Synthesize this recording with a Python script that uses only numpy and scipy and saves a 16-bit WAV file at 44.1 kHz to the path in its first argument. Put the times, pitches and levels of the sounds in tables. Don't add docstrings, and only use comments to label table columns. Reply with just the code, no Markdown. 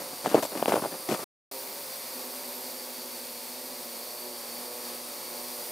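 import sys
import numpy as np
from scipy import signal
from scipy.fft import rfft, irfft
from scipy.io import wavfile
from scipy.ndimage import uniform_filter1d

SR = 44100
rng = np.random.default_rng(int(sys.argv[2]) if len(sys.argv) > 2 else 0)


def boost_factor(decibels):
    exponent = np.asarray(decibels, float) / 20
    return 10 ** exponent


def file_out(sig):
    cols = np.atleast_2d(sig).T
    lim = np.clip(cols, -1, 1)
    pcm = np.round(lim * 32767).astype(np.int16)
    wavfile.write(sys.argv[1], SR, pcm)


N = 251811
TIME = np.arange(N) / SR
BINS = np.maximum(np.arange(N // 2 + 1) * SR / N, 1)
CUT_S, RETURN_S = 1.243, 1.513

# t/s, nominal f/Hz, nominal level/dB
WHINE = [(0, 4500, -58), (.14, 4610, -53), (.42, 4530, -52), (.55, 4610, -53), (.62, 4790, -52),
         (.86, 4800, -52), (1.15, 4740, -53), (1.24, 4720, -56), (1.52, 4640, -58), (1.75, 4520, -56),
         (2.04, 4690, -55), (2.16, 4560, -52), (2.6, 4570, -56), (2.85, 4550, -53), (3.15, 4500, -51),
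         (3.3, 4495, -52), (3.42, 4410, -55), (3.68, 4580, -52), (3.82, 4550, -57), (3.95, 4450, -54),
         (4.15, 4565, -50), (4.28, 4545, -53), (4.48, 4465, -50), (4.7, 4630, -54), (5.0, 4600, -60),
         (5.26, 4485, -54), (5.5, 4700, -56), (5.71, 4640, -58)]


def curve(rows):
    s, *columns = np.transpose(rows)
    return [np.interp(TIME, s, c) for c in columns]


def over_hz(rows):
    hz, value = np.transpose(rows)
    return np.interp(np.log(BINS), np.log(np.maximum(hz, 1)), value)


def phase(hz):
    return 2 * np.pi * np.cumsum(hz) / SR


def colour(x, rows):
    cepstrum = irfft(np.log(boost_factor(over_hz(rows))), N)
    cepstrum *= np.r_[1, np.full(N // 2, 2), np.zeros(N - N // 2 - 1)]
    y = irfft(rfft(x) * np.exp(rfft(cepstrum)), N)
    return y / y.std()


def walk(rate):
    k = max(int(SR / rate), 2)
    held = np.repeat(rng.standard_normal(N // k + 1), k)
    return 1.265 * uniform_filter1d(uniform_filter1d(held, k), k)[:N]


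def grains(scatter_db, share):
    clicks = rng.standard_normal(N) * (rng.random(N) < share)
    return clicks * boost_factor(scatter_db * rng.standard_normal(N))


def ports(x, balance, scatter_db):
    # f/Hz, phase/rad
    port_phase = [(500, 0), (1250, .8), (1900, .15), (4000, 0)]
    # f/Hz, level/dB
    scatter = [(60, -9.5), (110, -8.5), (200, -18), (380, -21.5), (700, -17), (1290, -4), (2380, -11.5),
               (4400, -12.5), (8120, -22), (15000, -14.5)]
    half = boost_factor(over_hz(balance) / 2) * np.exp(.5j * over_hz(port_phase))
    tail = rng.standard_normal(N) * np.exp(-TIME / 0.046)
    tail = tail / np.sqrt(np.sum(tail ** 2))
    side = rfft(tail) * boost_factor(over_hz(scatter) + scatter_db)
    return irfft(rfft(x) * np.array([half + side, 1 / half - side]), N)


def preamplifier_rumble(shape):
    return boost_factor(-54.5) * uniform_filter1d(rng.standard_normal(shape), size=300)


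def powder():
    # start t/s, held t/s, level/dB
    rustles = [(.424, .012, -36), (0.439, .004, -37), (.448, 0.013, -38.5), (1.089, .05, -43),
               (1.1743, 0.00096, -39)]
    # f/Hz, level/dB per Hz
    rustle_spectrum = [(1500, -10), (3500, -2.5), (7000, 0), (9500, -1.5), (13000, -1.5), (15500, -3)]
    release_s = 0.0022
    gain = 0
    for start, held, db in rustles:
        decay = np.exp(-np.maximum(TIME - start - held, 0) / release_s)
        gain = gain + boost_factor(db) * (TIME > start) * decay
    return gain * colour(grains(2.2, 0.17), rustle_spectrum)


def crust():
    # t/s, nominal peak level/dB, nominal f/Hz, crack level under the peak/dB
    cracks = [(0.2492, -26, 635, -23.5), (0.2605, -11.5, 820, -20), (0.2685, -19.5, 640, -16),
              (0.2753, -20, 351, -13), (0.334, -25, 740, -7.5), (0.3457, -3, 516, -15.5),
              (0.352, -7, 465, -27), (0.3706, -22, 874, -17.5), (0.3784, -17, 417, -17),
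              (0.3887, -23, 530, -18), (0.3963, -26, 444, 2), (0.4279, -23, 820, -4),
              (0.4308, -19, 728, -7), (0.4339, -20, 700, -6.5), (0.4372, -27.5, 592, -11.5),
              (0.4515, -23.5, 687, -9), (0.4549, -22.5, 690, -10.5), (0.5216, -26, 620, -13),
              (0.5536, -23.5, 685, -18), (0.6267, -10.5, 696, -12), (0.6587, -15.5, 904, -2),
              (0.6826, -11, 534, -12.5), (0.69, -27.5, 662, -14.5), (0.696, -21, 686, -10.5),
              (0.7044, -23, 675, -16), (0.711, -28, 868.7, -7), (0.722, -9.5, 793, -14.5),
              (0.729, -18, 516, -9), (0.742, -11.5, 557, -12.5), (0.7584, -16, 670, -8),
              (0.767, -17, 810, -13.5), (0.777, -16.5, 551, -27), (0.8372, -22.5, 650, -12),
              (0.841, -20, 970, -13.5), (0.8498, -20.5, 800, -9.5), (0.8583, -20, 700, -14),
              (1.0893, -22, 519, -8), (1.0922, -22, 420, -15), (1.0952, -23, 370, -12),
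              (1.1095, -25, 340, -12), (1.1148, -22, 320, -16), (1.1198, -23, 290, -18),
              (1.1250, -17.5, 720, -12), (1.1286, -20, 380, -17), (1.137, -30, 260, -16),
              (1.1474, -20, 1050, -14), (1.1975, -31, 720, -14)]
    thud_cycles, lean = 1.1, 1.5
    lead_in = 300
    out = np.zeros(N)
    t = np.arange(-lead_in, 900) / SR
    chance = rng.standard_normal((len(cracks), len(t)))
    for (s, db, hz, crack_db), noise in zip(cracks, chance):
        rise = thud_cycles / hz / 2
        u = np.maximum(t / rise + 1, 0)
        bent_time = t - 0.14 * t * t / rise / (1 + 0.32 * u)
        thud = (u * np.exp(1 - u)) ** 2.0 * np.cos(2 * np.pi * hz * bent_time - lean)
        ring = np.minimum(u, 1) * np.exp(-u * rise / 0.0046)
        thud += 0.22 * ring * np.sin(2 * np.pi * 0.9 * hz * t)
        crack = np.diff(noise, prepend=0) * (u > 0) * np.exp(-u * rise / 0.0009)
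        crack = uniform_filter1d(uniform_filter1d(crack, size=8), size=5) * 5.6
        i = int(s * SR) - lead_in
        out[i:i + len(t)] += boost_factor(db) * (thud + boost_factor(crack_db) * crack)
    return out


def packing():
    # start t/s, held t/s, dull grains' nominal level/dB, bright grains under them/dB
    presses = [(0, 0.022, -45, -6), (.128, 0.0036, -43, -21.5), (0.243, 0.0085, -36.5, -9),
               (0.259, 0.017, -34.5, -8), (.29, 0.018, -40.5, -4), (.313, 0.033, -34, -13),
               (.345, 0.047, -27, -15.5), (0.421, 0.029, -40.5, -8.5), (.517, 0.0061, -36, -15),
               (0.552, 0.0032, -38.5, -8), (.572, 0.0045, -37.5, -7), (.593, .005, -40, -3),
               (0.614, 0.0055, -36, -12), (.63, 0.043, -43, -17.5), (0.678, 0.035, -28.5, -11),
               (0.72, 0.02, -26.5, -13), (0.751, 0.033, -30, -14), (0.818, 0.046, -36, -11),
               (0.916, 0.032, -42, -11), (1.088, 0.038, -33.5, -6.5), (1.139, 0.013, -36.5, -3.5),
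               (1.19, 0.044, -44.5, -4.5)]
    # f/Hz, level/dB per Hz
    dull_spectrum = [(35, -58), (60, -21.5), (216, -2), (367, 0.5), (463, -4), (620, -1.5), (1110, -8),
                     (1400, -12), (2500, -32), (3250, -52.5), (5500, -120)]
    # f/Hz, level/dB per Hz
    bright_spectrum = [(900, -4), (1500, 1.5), (2800, -2.5), (5000, -6.5), (7000, -6.5), (9000, -10.5),
                       (15000, -18.5)]
    attack_s, release_s = 0.0012, 0.011
    dull_gain, bright_gain = boost_factor(-52.5), 0
    for start, held, db, bright_db in presses:
        attack = np.clip((TIME - start) / attack_s, 0, 1)
        weight = attack * np.exp(-np.maximum(TIME - start - held, 0) / release_s)
        dull_gain = dull_gain + boost_factor(db) * weight
        bright_gain = bright_gain + boost_factor(db + bright_db) * weight
    push = boost_factor(1.5 * walk(120))
    dull = colour(grains(2.2, .06), dull_spectrum) * dull_gain
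    bright = colour(grains(1.4, 0.11), bright_spectrum) * bright_gain
    return (TIME < CUT_S) * push * (dull + bright)


def wash(thrust_db):
    # f/Hz, level/dB per Hz
    wash_spectrum = [(18, -66.5), (30, -20), (115, -29), (165, -6.5), (200, -10), (238, -0.5), (298, -6.5),
                     (352, -4), (500, 0.5), (660, -4), (920, -2), (1430, -11.5), (2500, -14.5),
                     (3250, -27.5), (5500, -120)]
    noise = rng.standard_normal(N) * boost_factor(0.8 * walk(40))
    return boost_factor(-52.5 + thrust_db) * colour(noise, wash_spectrum)


def tip_hiss(beat, thrust_db):
    # f/Hz, level/dB per Hz
    hiss_spectrum = [(710, -34.5), (1200, -13), (1520, -13), (2240, -8), (3090, -12), (3470, -8.5),
                     (3910, -8), (4540, -2.5), (4950, -5), (6610, -9.5), (7440, -10.5), (9220, -4.5),
                     (11400, -8.5), (12700, -5), (15600, -11)]
    follows = 0.33
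    noise = rng.standard_normal(N) * boost_factor(0.39 * beat + 0.4 * walk(25.05))
    return boost_factor(-41 + follows * thrust_db) * colour(noise, hiss_spectrum)


def shimmer():
    # t/s, centre f/Hz, nominal level/dB
    bands = [
        [(0, 9560, -53), (.45, 9420, -52), (.75, 9850, -44), (.92, 9700, -50), (1.05, 9840, -47),
         (1.3, 9590, -47), (1.5, 9200, -56), (2.0, 9340, -53), (2.3, 9010, -65), (3.2, 9050, -70),
         (3.6, 8920, -60), (4.4, 9030, -62), (4.6, 9210, -51), (5.1, 9200, -63), (5.5, 9250, -52),
         (5.71, 9150, -53)],
        [(0, 12700, -60.5), (1.3, 12880, -51.5), (1.5, 12580, -55), (2.6, 12500, -52.5), (3.2, 12500, -59),
         (3.7, 12420, -60), (4.2, 12480, -48), (4.42, 12200, -59), (4.58, 12470, -50), (5.1, 12450, -60),
         (5.71, 12500, -55)],
        [(0, 13800, -62), (1.3, 13440, -59), (1.5, 13200, -50.5), (2.6, 13100, -48.5), (3.3, 13000, -54),
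         (3.65, 13100, -48), (4.0, 13030, -60), (4.42, 13200, -60), (4.6, 13460, -53), (5.0, 13560, -57),
         (5.35, 13730, -50), (5.71, 14240, -49)],
        [(0, 14220, -60), (.5, 14120, -55), (.75, 14430, -47), (.92, 14330, -64), (1.1, 14200, -57.5),
         (1.3, 14300, -64), (1.5, 15000, -50.5), (2.0, 15000, -52.5), (2.3, 14730, -53), (4.4, 15000, -57),
         (4.6, 14800, -52), (5.0, 14900, -57), (5.71, 15030, -53)],
    ]
    rate = 1000
    out = 0
    for rows in bands:
        hz, db = curve(rows)
        turn = phase(hz)
        band = walk(rate) * np.sin(turn) + walk(rate) * np.cos(turn)
        out = out + boost_factor(db + 1.5 * walk(10)) * band
    return out


def whine():
    hz, db = curve(WHINE)
    overhead = TIME >= RETURN_S
    unrest = np.where(overhead, 1, .3)
    turn = phase(hz * (1 + unrest * (.003 * walk(16) + .0034 * walk(55))))
    second_turn = phase(hz * (1.006 + .007 * walk(10) + .0045 * walk(40)))
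    line = boost_factor(db - 1.5 + 2.5 * unrest * walk(25)) * np.sqrt(2.2 - unrest) * np.sin(turn)
    haze = boost_factor(db - 6.5) * unrest * walk(300) * np.sin(turn)
    second_motor = overhead * boost_factor(db - 3 + 3 * walk(16)) * np.sin(second_turn)
    return line + haze + second_motor


def blade_throb():
    # t/s, gain before beating/dB, nominal throb f/Hz
    blade_tone = [(1.52, -9, 10), (1.9, -6, 10), (2.2, 0, 10), (3.0, 1, 14), (3.8, -1, 14), (3.9, -2, 3),
                  (4.15, -1, 1.4), (5.71, -3, 2.5)]
    dip_s, neighbour = 4.13, .8
    edge_db, throb_hz = curve(blade_tone)
    slip = phase(throb_hz * (1 + .06 * walk(5)))
    return boost_factor(edge_db) * np.abs(1 - neighbour * np.exp(1j * (slip - slip[int(dip_s * SR)])))


def rotors(thrust_db, flutter_db=2.4, jitter=0.0035):
    # t/s, nominal shaft f/Hz, hum level/dB,
    # brightness/dB per order above the fourth
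    first_rotor = [(0, 126, -63, 2), (.5, 130.1, -56.5, -3), (1.24, 129.8, -59.5, 3.5),
                   (1.52, 133.8, -46, -1.5), (1.9, 129, -65, -0.5), (2.2, 125.4, -52, 0),
                   (2.9, 124.8, -54.5, -0.7), (3.4, 120.5, -54.5, -0.3), (3.7, 125.9, -52, 0),
                   (3.95, 119, -54.5, 1), (4.25, 122.2, -50, -0.2), (4.45, 117.2, -59, 1),
                   (4.65, 122.2, -48, 0.3), (5.1, 121.4, -54.5, 0.2), (5.4, 122.4, -52, 0.5),
                   (5.71, 121.4, -51, -0.5)]
    # hover shaft f/Hz, share of throttle followed (0-1), hum level/dB from the side,
    # hum level/dB overhead, both before thrust
    other_rotors = [(115.44, .8, -57.5, -58), (142.7, .8, -58.5, -61.5), (104.2, .5, -54.5, -59.5)]
    # relative level/dB of shaft orders 1, 2, 3 ..
    order_levels = [
        [-28.5, -2, -4.5, -3.5, -6.5, -10.5, -9, -12, -10.5, -17.5],
        [-25, -32.5, -8, -17.5, -1, -8.5, -14, -5.5, -13.5, -16],
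        [-22.5, -18, -15, -1.5, -15, -6, -15.5, -6.5, -8.5, -13.5],
        [-16.5, -28.5, -13.5, -8.5, 1, -14.5, -6, -19.5, -9.5, -7.5],
    ]
    hover_whine_hz = 4550
    hum_follows = 0.87
    throb = blade_throb()
    throttle = curve(WHINE)[0] / hover_whine_hz
    motions = [curve(first_rotor)]
    for hz, follows, side_db, above_db in other_rotors:
        db = np.where(TIME < RETURN_S, side_db, above_db) + hum_follows * thrust_db
        motions.append((hz * throttle ** follows, db, 0))
    hum, beat = 0, 0
    for r, ((hz, db, bright_db), orders) in enumerate(zip(motions, order_levels)):
        turn = phase(hz * (1 + jitter * walk(14)))
        beat = beat + np.cos(turn + 2 * np.pi * rng.random())
        for k, order_db in enumerate(orders, 1):
            gain = throb if (r, k) == (0, 2) else boost_factor(flutter_db * walk(9))
            level = boost_factor(db + order_db + bright_db * max(k - 4, 0))
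            hum = hum + gain * level * np.sqrt(2) * np.sin(k * turn + walk(6))
    return hum, beat


def scene():
    # t/s, level/dB
    thrust = [(0, 3), (.8, 0.5), (1.52, 2.5), (1.9, 3.5), (2.2, 4.5), (3.4, 1), (4.5, 2.5), (4.6, 3),
              (4.78, 2.5), (4.9, 6), (5.02, 3), (5.71, 4.5)]
    # f/Hz, level/dB
    craft_balance = [(200, -0.5), (700, -4), (1290, -3.5), (2380, 2), (8000, -0.5)]
    # f/Hz, level/dB
    boot_balance = [(380, 0.5), (700, -0.5), (1290, 3), (2380, 12.5), (4400, 7), (15000, 9.5)]
    [thrust_db] = curve(thrust)
    hum, beat = rotors(thrust_db)
    craft = hum + whine() + tip_hiss(beat, thrust_db) + shimmer() + wash(thrust_db)
    boots = crust() + packing() + powder()
    return ports(craft, craft_balance, -0.5) + ports(boots, boot_balance, -25.0)


def band_limit(x):
    return signal.sosfilt(signal.butter(12, 16670, fs=SR, output="sos"), x)


def record(dry):
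    bass_cut = signal.butter(4, 110, "high", fs=SR, output="sos")
    top_cut = signal.ellip(10, .2, 70, 15600, fs=SR, output="sos")
    heard = signal.sosfilt(top_cut, signal.sosfilt(bass_cut, dry))
    heard = heard + preamplifier_rumble(dry.shape)
    fade_out, fade_in = (CUT_S - TIME) / 0.0026, (TIME - RETURN_S) / 0.0009
    gate = np.clip(np.maximum(fade_out, fade_in), 0, 1)
    return band_limit(heard * gate)


dry = scene()
out = record(dry)
file_out(out)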